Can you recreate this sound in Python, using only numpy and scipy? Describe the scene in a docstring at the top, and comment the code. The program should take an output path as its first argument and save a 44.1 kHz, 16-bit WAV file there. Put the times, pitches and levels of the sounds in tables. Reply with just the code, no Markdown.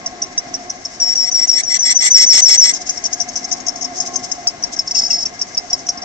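"""A lathe tool squeals and rings against a slightly bent metal rod that turns about six times a second.
On light cuts it strikes only the high spots and rings in free decay. On deep cuts it sustains a
self-excited squeal, to which the rod's chatter adds side tones and rasp. Gears and motor hum beneath.
A hand-held two-port microphone hears it all; its limiter and clipping catch the peaks."""
import sys
import numpy as np
from scipy import signal
from scipy.fft import rfft, irfft, next_fast_len
from scipy.io import wavfile
from scipy.ndimage import uniform_filter1d, minimum_filter1d, map_coordinates

SR = 44100
rng = np.random.default_rng(int(sys.argv[2]) if len(sys.argv) > 2 else 0)


def dump(signal):
    """Clip the signal to [-1, 1] and save it as 16-bit WAV at the path in sys.argv[1]."""
    limited = np.clip(np.atleast_2d(signal).T, -1, 1)
    pcm = np.round(limited * 32767).astype(np.int16)
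    wavfile.write(sys.argv[1], SR, pcm)


N = 266364
MESH_HZ = 665  # rate at which the gears shake the cut

# Resonances of the tool. Each row: frequency in Hz, bandwidth in Hz, relative gain in dB.
TOOL_MODES = [(4630, 120, -1.5), (5490, 205, 12), (6128, 102, 9), (6107, 400, 12.5), (8400, 330, -15)]
# Light contact of tool and rod. Each row: time in seconds, scrape level in dB,
# left-right difference of the bites in dB, their roughness from 0 to 1.
CONTACT = [(0, -50.5, -0.5, 0.53), (1, -39.5, 2.5, 0.51), (2.8, -31, 6, 0.53), (3.5, -35.5, 9, 0.69),
           (4.3, -38, 9.5, 0.66), (4.6, -44.5, 6.5, 0.28), (5, -33, 3, 0.42), (5.4, -41.5, 2, 0.38),
           (6.04, -41, 2.5, 0.23)]


def squeal():
    """Self-excited oscillation: the tool sings at its own mode, and gear modulation adds sidebands."""
    # Each row: time in seconds, relative sideband level in dB, stutter depth in dB.
    meshing = [(1, -35.5, 1), (1.25, -23.5, 1), (1.5, -37.5, 4.5), (2.1, -31, 3.5), (2.2, -33, 1.5),
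               (2.7, -35, 2), (4.93, -17.5, 7.5), (5.25, -15, 8)]
    mesh_db, stutter_db = curves(meshing)
    hz, gain = deep_turns()
    sing, mesh = tone(hz, 22, 200), tone(MESH_HZ, 30, 60)
    shake = tone(2060, 40, 120)  # phase of the rod's chatter
    stutter = amp(stutter_db * np.minimum(wobble(130), .6))
    carrier = stutter * flutter([[1.5], [3.5]]) * np.sin(sing)
    sidebands = amp(mesh_db + 3.5) * flutter(7.6) * (np.sin(sing - mesh) + 1.1 * np.sin(sing + mesh))
    skirt = amp(-26 + 1.4 * stutter_db + 4 * wobble(120)) * noise(modes(TOOL_MODES))
    return amp(2.5) * gain * (carrier + sidebands + skirt) + chatter(sing, shake)


def deep_turns():
    """Mode hopping: each turn enters on a high mode and drops to a low one. Gives pitch and gain."""
    # Each row: start, length and delay of the drop in seconds, low mode in Hz, relative levels in dB
    # at entry, after the drop and at the end, delay of a brief dip in seconds.
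    turns = [(0.996, 0.15, .014, 5490, -23, -12, -16.5, 0.058),
             (1.154, 0.15, .018, 5485, -23.5, -11, -19, .113),
             (1.311, .15, .024, 5520, -18, -13.5, -14, 0.099),
             (1.469, 0.14, .016, 5507, -18, -11, -16, .085),
             (1.628, 0.15, .028, 5534, -25, -20, -14.5, 0.13),
             (1.784, .15, .04, 5474, -13.5, -14, -13.5, .068),
             (1.941, .15, .044, 5470, -9.5, -14, -17.5, .1),
             (2.098, 0.16, .041, 5460, -5.5, -4.5, -10, .088),
             (2.254, .156, .041, 5437, -9, -2.5, -13, .088), (2.412, 0.16, .041, 5433, -6, -5, -10.5, .088),
             (2.569, .15, .041, 5460, -5.5, -4, -16, 0.1), (4.94, 0.15, .006, 5353, -20, -13, -21.5, 0.071),
             (5.097, 0.15, .006, 5344, -20.5, -15, -23, .08)]
    high_hz, sag_hz_per_s, edge_s, catch_s = 6063, 2600, .0067, .013
    t, hz, gain = np.arange(N) / SR, np.full(N, float(high_hz)), np.zeros(N)
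    ramp = lambda elapsed, rise: np.clip(elapsed / rise, 0, 1) ** 2
    for start, length, drop, low_hz, entry_db, catch_db, late_db, dip in turns:
        inside = (t >= start) & (t < start + length)
        age = t[inside] - start
        low_age = np.maximum(age - drop, 0)
        settle_hz = 199.7 * np.exp(-low_age / .018)  # the low mode comes in sharp
        lift_hz = 150.1 * np.exp((age - length) / .029)  # and rises again as the cut lifts
        hz[inside] = np.where(age < drop, high_hz - sag_hz_per_s * age, low_hz + settle_hz + lift_hz)
        entry = amp(entry_db) * ramp(age, 2 * edge_s) * ramp(drop + edge_s / 2 - age, edge_s)
        dip_db = 7 * np.exp(-((age - dip) / .0073) ** 2)
        held = amp(catch_db + (late_db - catch_db) * low_age / (length - drop) - dip_db)
        gain[inside] = entry + held * ramp(age - drop + edge_s, catch_s) * ramp(length - age, edge_s)
    return uniform_filter1d(hz, size=150), gain


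def chatter(sing, shake):
    """Bending vibration: the rod chatters in bursts, rasps, and modulates the squeal into side tones."""
    # Each row: start in seconds, relative rod and rasp levels in dB, swell over the burst in dB.
    bursts = [(1.06, -44.5, -47.5, 6), (1.209, -41, -45, 11.5), (1.375, -37.5, -50, 5),
              (1.53, -32.5, -38, 18), (1.692, -31, -34.5, 12.5), (1.849, -26.5, -31, 6),
              (2.007, -25, -26.5, 4.5), (2.163, -27.5, -26.5, 6), (2.324, -26, -19.5, 2.5),
              (2.481, -25.5, -24, 0), (2.637, -27.5, -27, -4.5), (4.95, -48.5, -48, -3.5),
              (5.1, -45.5, -45.5, -4.5)]
    # Bending modes. Each row: frequency in Hz, bandwidth in Hz, relative gain in dB.
    rod_modes = [(1755, 75, -8), (2006, 40, 6.5), (2247, 29, 2), (3340, 150, -7), (4270, 120, -2.5)]
    # Each row: frequency in Hz, relative spectral density in dB.
    rasp_spectrum = [(150, -18.5), (500, -14), (1200, -15.5), (2700, -13.5), (3500, -8.5), (4300, -6.5),
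                     (5200, -3), (6250, 10.5), (6900, -3.5), (7900, -2)]
    burst_s, beat_s = .0836, .0392
    t, envelopes = np.arange(N) / SR, np.zeros((3, N))
    for start, rod_db, rasp_db, swell_db in bursts:
        inside = (t > start) & (t < start + burst_s)
        age = t[inside] - start
        swell = swell_db * (age / burst_s - .5) - 2 * np.cos(2 * np.pi * age / beat_s)
        side_db = -23.5 + 1.46 * (rod_db + 30)  # side tones grow faster than the rod's motion
        envelopes[:, inside] = amp([side_db + swell, rod_db + swell, rasp_db + 1.6 * swell])
    side, rod, rasp = uniform_filter1d(envelopes, size=400)
    side = side * flutter(10.6) * (np.sin(sing + shake) + .12 * np.sin(sing - shake))
    rod = rod * (flutter(7) * np.sin(shake) + 1.07 * noise(modes(rod_modes)))
    rasp = rasp * amp(11.5 + 3.9 * wobble(350)) * noise(lambda hz: amp(along(rasp_spectrum, hz)))
    return side + rod + rasp


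def bites():
    """Impact excitation: each high spot rings one damped mode of the tool and scrapes the others."""
    # Each row: time in seconds, relative level in dB, ring frequency in Hz.
    high_spots = [(0.0611, -9, 5620), (0.2198, -8, 5680), (0.2336, -17, 5750), (0.3786, -4.5, 5670),
                  (0.5415, -7.5, 5590), (0.6983, -11, 5730), (0.8515, -10.5, 5400), (1.0008, -8.5, 5530),
                  (1.155, -5.5, 5520), (1.3146, -11, 5670), (1.4743, -11.5, 6160), (1.6338, -11.5, 5860),
                  (1.7927, -11, 6210), (2.7372, -8, 6200), (2.8717, -19.5, 6310), (2.8936, -2, 6210),
                  (2.9737, -14.5, 5480), (3.0408, -8.5, 6220), (3.0537, -7.5, 5700), (3.1305, -7, 6300),
                  (3.201, -7, 5730), (3.2133, -11, 5670), (3.2874, -15, 6120), (3.3582, -7, 5580),
                  (3.372, -13.5, 5730), (3.4433, -11, 6150), (3.5142, -10, 5950), (3.5253, -6.5, 6210),
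                  (3.603, -20, 6440), (3.6667, -9.5, 6220), (3.6836, -7.5, 5900), (3.7575, -18.5, 6400),
                  (3.8109, -15.5, 5940), (3.8235, -11, 6340), (3.8448, -10, 5200), (3.9703, -17.5, 6340),
                  (3.9832, -15, 6330), (4.0017, -7, 6250), (4.0738, -19, 6240), (4.138, -17, 6230),
                  (4.1583, -8, 6160), (4.235, -19.5, 6360), (4.3154, -7.5, 6290), (4.4729, -2, 5280),
                  (4.6252, -19.5, 5730), (4.6354, -9, 5464), (4.7646, -19, 5590), (4.7905, -6.5, 5294),
                  (4.876, -13, 5290), (4.9107, -9.5, 5400), (5.2559, -7, 5480), (5.3923, -17.5, 5550),
                  (5.4148, -4.5, 5375), (5.547, -20.5, 5500), (5.573, -5, 5280), (5.7016, -16, 5450),
                  (5.7304, -5.5, 5380), (5.8674, -20.5, 5680), (5.8894, -6, 5536), (5.9745, -21.5, 5320),
                  (6.0193, -22.5, 5470)]
    # Subharmonics, as the edge skips every other swing.
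    # Each row: start in seconds, relative level in dB, frequency in Hz.
    skips = [(4.954, -24.5, 2735), (5.1056, -20.5, 2715), (5.26, -30, 2630)]
    ring, scrape, t = np.zeros((2, N + SR)), np.zeros(N + SR), np.arange(SR // 8) / SR
    span = lambda start: round(start * SR) + np.arange(len(t))
    ring_t60_s, chip_t60_s = .046, .022
    decay = amp(-60 * t / ring_t60_s)
    for time, db, hz in high_spots:
        at = span(time - .0025)
        envelope = amp(db + 14) * decay * (1 - np.exp(-t / .0042)) ** 2  # swells over a few milliseconds
        phase = 2 * np.pi * hz * (t + .00044 * (1 - np.exp(-t / .009)))  # settles as the edge frees
        ring[:, at] += envelope * np.sin(phase + rng.uniform(0, 2 * np.pi, (2, 1)))
        ring[:, at] += amp(db - 14 - 60 * t / chip_t60_s) * rng.standard_normal((2, len(t)))  # chip snaps
        scrape[at] += envelope
    for start, db, hz in skips:
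        ring[:, span(start)] += amp(db + 3) * decay * (1 - np.exp(-t / .001)) * np.sin(2 * np.pi * hz * t)
    _, pan_db, rough = curves(CONTACT)
    flicker = amp(10 * rough * np.minimum(wobble(300), .5))
    gear_shake = 1 + .82 * (1 - rough) * np.sin(tone(MESH_HZ, 30, 60))
    grains = amp(-8 + 1.9 * np.minimum(wobble(250), .5)) * noise(lambda hz: modes(TOOL_MODES)(hz) ** 2)
    pan = amp(np.outer([.5, -.5], pan_db))
    return pan * ((1 - rough) * flicker * gear_shake * ring[:, :N] + rough * grains * scrape[:N])


def light_scrape():
    """Friction noise: light contact with the rod faintly excites the tool's modes."""
    return amp(curves(CONTACT)[0] + 5.1 * wobble(45)) * noise(modes(TOOL_MODES))


def motor_and_gears():
    """Forced vibration: the motor rumbles, the gears hum and whine, and periodic tooth load throbs."""
    # Each row: time in seconds, relative levels of rumble, gears and whine in dB.
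    levels = [(0.0, -40, -40, -53.5), (0.74, -41, -42, -54), (1.51, -42, -49.5, -58.5),
              (2.2, -41, -49.5, -49), (4.12, -39.5, -36, -53.5), (5.2, -40.5, -47.5, -55),
              (6.04, -40.5, -40, -53.5)]
    # Each row: frequency in Hz, relative spectral density in dB.
    rumble_spectrum = [(12, -58), (20, -12), (168, -9.5), (258, -4.5), (508, -11), (703, -3.5),
                       (926, -13.5), (1080, -13), (1220, -14), (3410, -20.5), (4730, -18), (5630, -13.5),
                       (8000, -25), (10400, -66), (17600, -120)]
    # Each row: frequency in Hz, bandwidth in Hz, relative gain in dB.
    gear_modes = [(259.3, 10.8, -9), (365, 6.7, -11.5), (711, 18.7, -6.5), (802, 6.3, -10),
                  (1079.4, 8.2, -10.5), (1636, 30, -9), (2080, 103, -9.5)]
    turn_s, load_peak_s = .1574, 3.995
    rumble_db, gear_db, whine_db = curves(levels)
    rumble = amp(rumble_db + 3 + .7 * wobble(6)) * noise(lambda hz: amp(along(rumble_spectrum, hz)))
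    hum = amp(gear_db + 1.5 + 1.81 * wobble(12)) * noise(modes(gear_modes[:5]))
    load = 4 * np.pi * (np.arange(N) / SR - load_peak_s) / turn_s  # the teeth load up twice a turn
    throb_gain = amp(gear_db + 7.6 * np.cos(load) + 3.8 * wobble(8))
    throb = throb_gain * np.sin(tone(712 - 18 * np.sin(load), 8.1, 18))  # the pitch sags under load
    whine = amp(whine_db + 9.5 + 1.3 * wobble(22)) * noise(modes(gear_modes[5:]))
    return rumble + hum + throb + whine


def walls(x, t60_s):
    """Reverberation: reflections from machine bed and walls decay exponentially, unlike at each port."""
    t = np.arange(SR // 3) / SR
    tail = rng.standard_normal((2, len(t))) * amp(-60 * t / t60_s)
    return signal.fftconvolve(x, tail / np.linalg.norm(tail[0]), axes=1)[:, :N]


def ports(x, lag_s):
    """Level and time differences: the left port is louder at most frequencies, but later."""
    # Each row: frequency in Hz, left-right difference in dB.
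    balance = [(25, -2.5), (250, 2.5), (700, -0.2), (1200, 6), (5000, 1), (5550, 5.5), (6050, 5), (7600, 3)]
    half = np.array([[.5], [-.5]])
    return filtered(x, lambda hz: amp(half * along(balance, hz)) * np.exp(-2j * np.pi * hz * half * lag_s))


def noise(response):
    """Partial coherence: coloured stereo noise of rms 1, partly alike at both ports."""
    # Each row: frequency in Hz, left-right correlation from 0 to 1.
    coherence = [(25, 1), (60, 0.3), (150, 1), (300, 0.8), (700, 0.43), (2000, 0.15), (8000, 0.16)]
    angle = lambda hz: np.arccos(np.clip(along(coherence, hz), -1, 1)) / 2
    white = rng.standard_normal((2, N))
    mid, side = filtered(white, lambda hz: response(hz) * [np.cos(angle(hz)), np.sin(angle(hz))])
    stereo = np.array([mid + side, mid - side])
    return stereo / np.sqrt(np.mean(stereo ** 2) + 1e-20)


def modes(table):
    """Modal superposition: the response of damped resonators summed with alternating signs."""
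    return lambda f: sum((-1) ** k * amp(db) * 1j * f * width / (hz * hz - f * f + 1j * f * width)
                         for k, (hz, width, db) in enumerate(table))


def flutter(depth_db):
    """Random amplitude modulation: each port hears different beats."""
    return amp(depth_db * np.minimum([wobble(110), wobble(110)], .8))


def tone(hz, waver_hz, rate):
    """Frequency modulation: the phase of a tone whose pitch wavers at random."""
    return 2 * np.pi * np.cumsum(hz + waver_hz * wobble(rate)) / SR


def wobble(rate):
    """Slow noise: a spline through random knots, rate of them a second."""
    return map_coordinates(rng.standard_normal(int(N * rate / SR) + 4), [np.arange(N) * rate / SR])


def filtered(x, response):
    """Linear filtering: the spectrum of x times a complex frequency response."""
    size = next_fast_len(N + SR // 2)
    return irfft(rfft(x, size) * response(np.fft.rfftfreq(size, 1 / SR)), size)[..., :N]


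def curves(rows):
    """Linear interpolation in time: one value per sample for each column after the first."""
    times, *columns = np.transpose(rows)
    return [np.interp(np.arange(N) / SR, times, column) for column in columns]


def along(points, hz):
    """Interpolation of (Hz, value) points on a logarithmic frequency axis."""
    knots_hz, values = np.transpose(points)
    return np.interp(np.log(hz + 1), np.log(knots_hz + 1), values)


def amp(db):
    """Amplitude ratio of a level in decibels."""
    return 10 ** (np.asarray(db) / 20)


def scene():
    """Superposition: the cut and its reflections sound over the running machine."""
    cut = bites() + ports(squeal(), lag_s=.00022)
    room = amp(-15) * walls(cut, t60_s=.08)
    return cut + room + ports(motor_and_gears() + light_scrape(), lag_s=.00018)


def record(dry):
    """Saturation: a fast limiter reins in the loudest peaks, which then clip softly and add overtones."""
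    capsule_hz, top_hz = 7950, 15676
    x = filtered(dry, lambda hz: 1 / (1 + (hz / capsule_hz) ** 120))
    needed_gain = np.minimum(1, 1.2 / (np.abs(x) + 1e-9))
    x = x * uniform_filter1d(minimum_filter1d(needed_gain, size=90), size=60)
    x = x / (1 + np.abs(x / .99) ** 6) ** (1 / 6)  # soft clipping
    return filtered(x, lambda hz: hz < top_hz)


dry = scene()
out = record(dry)
dump(out)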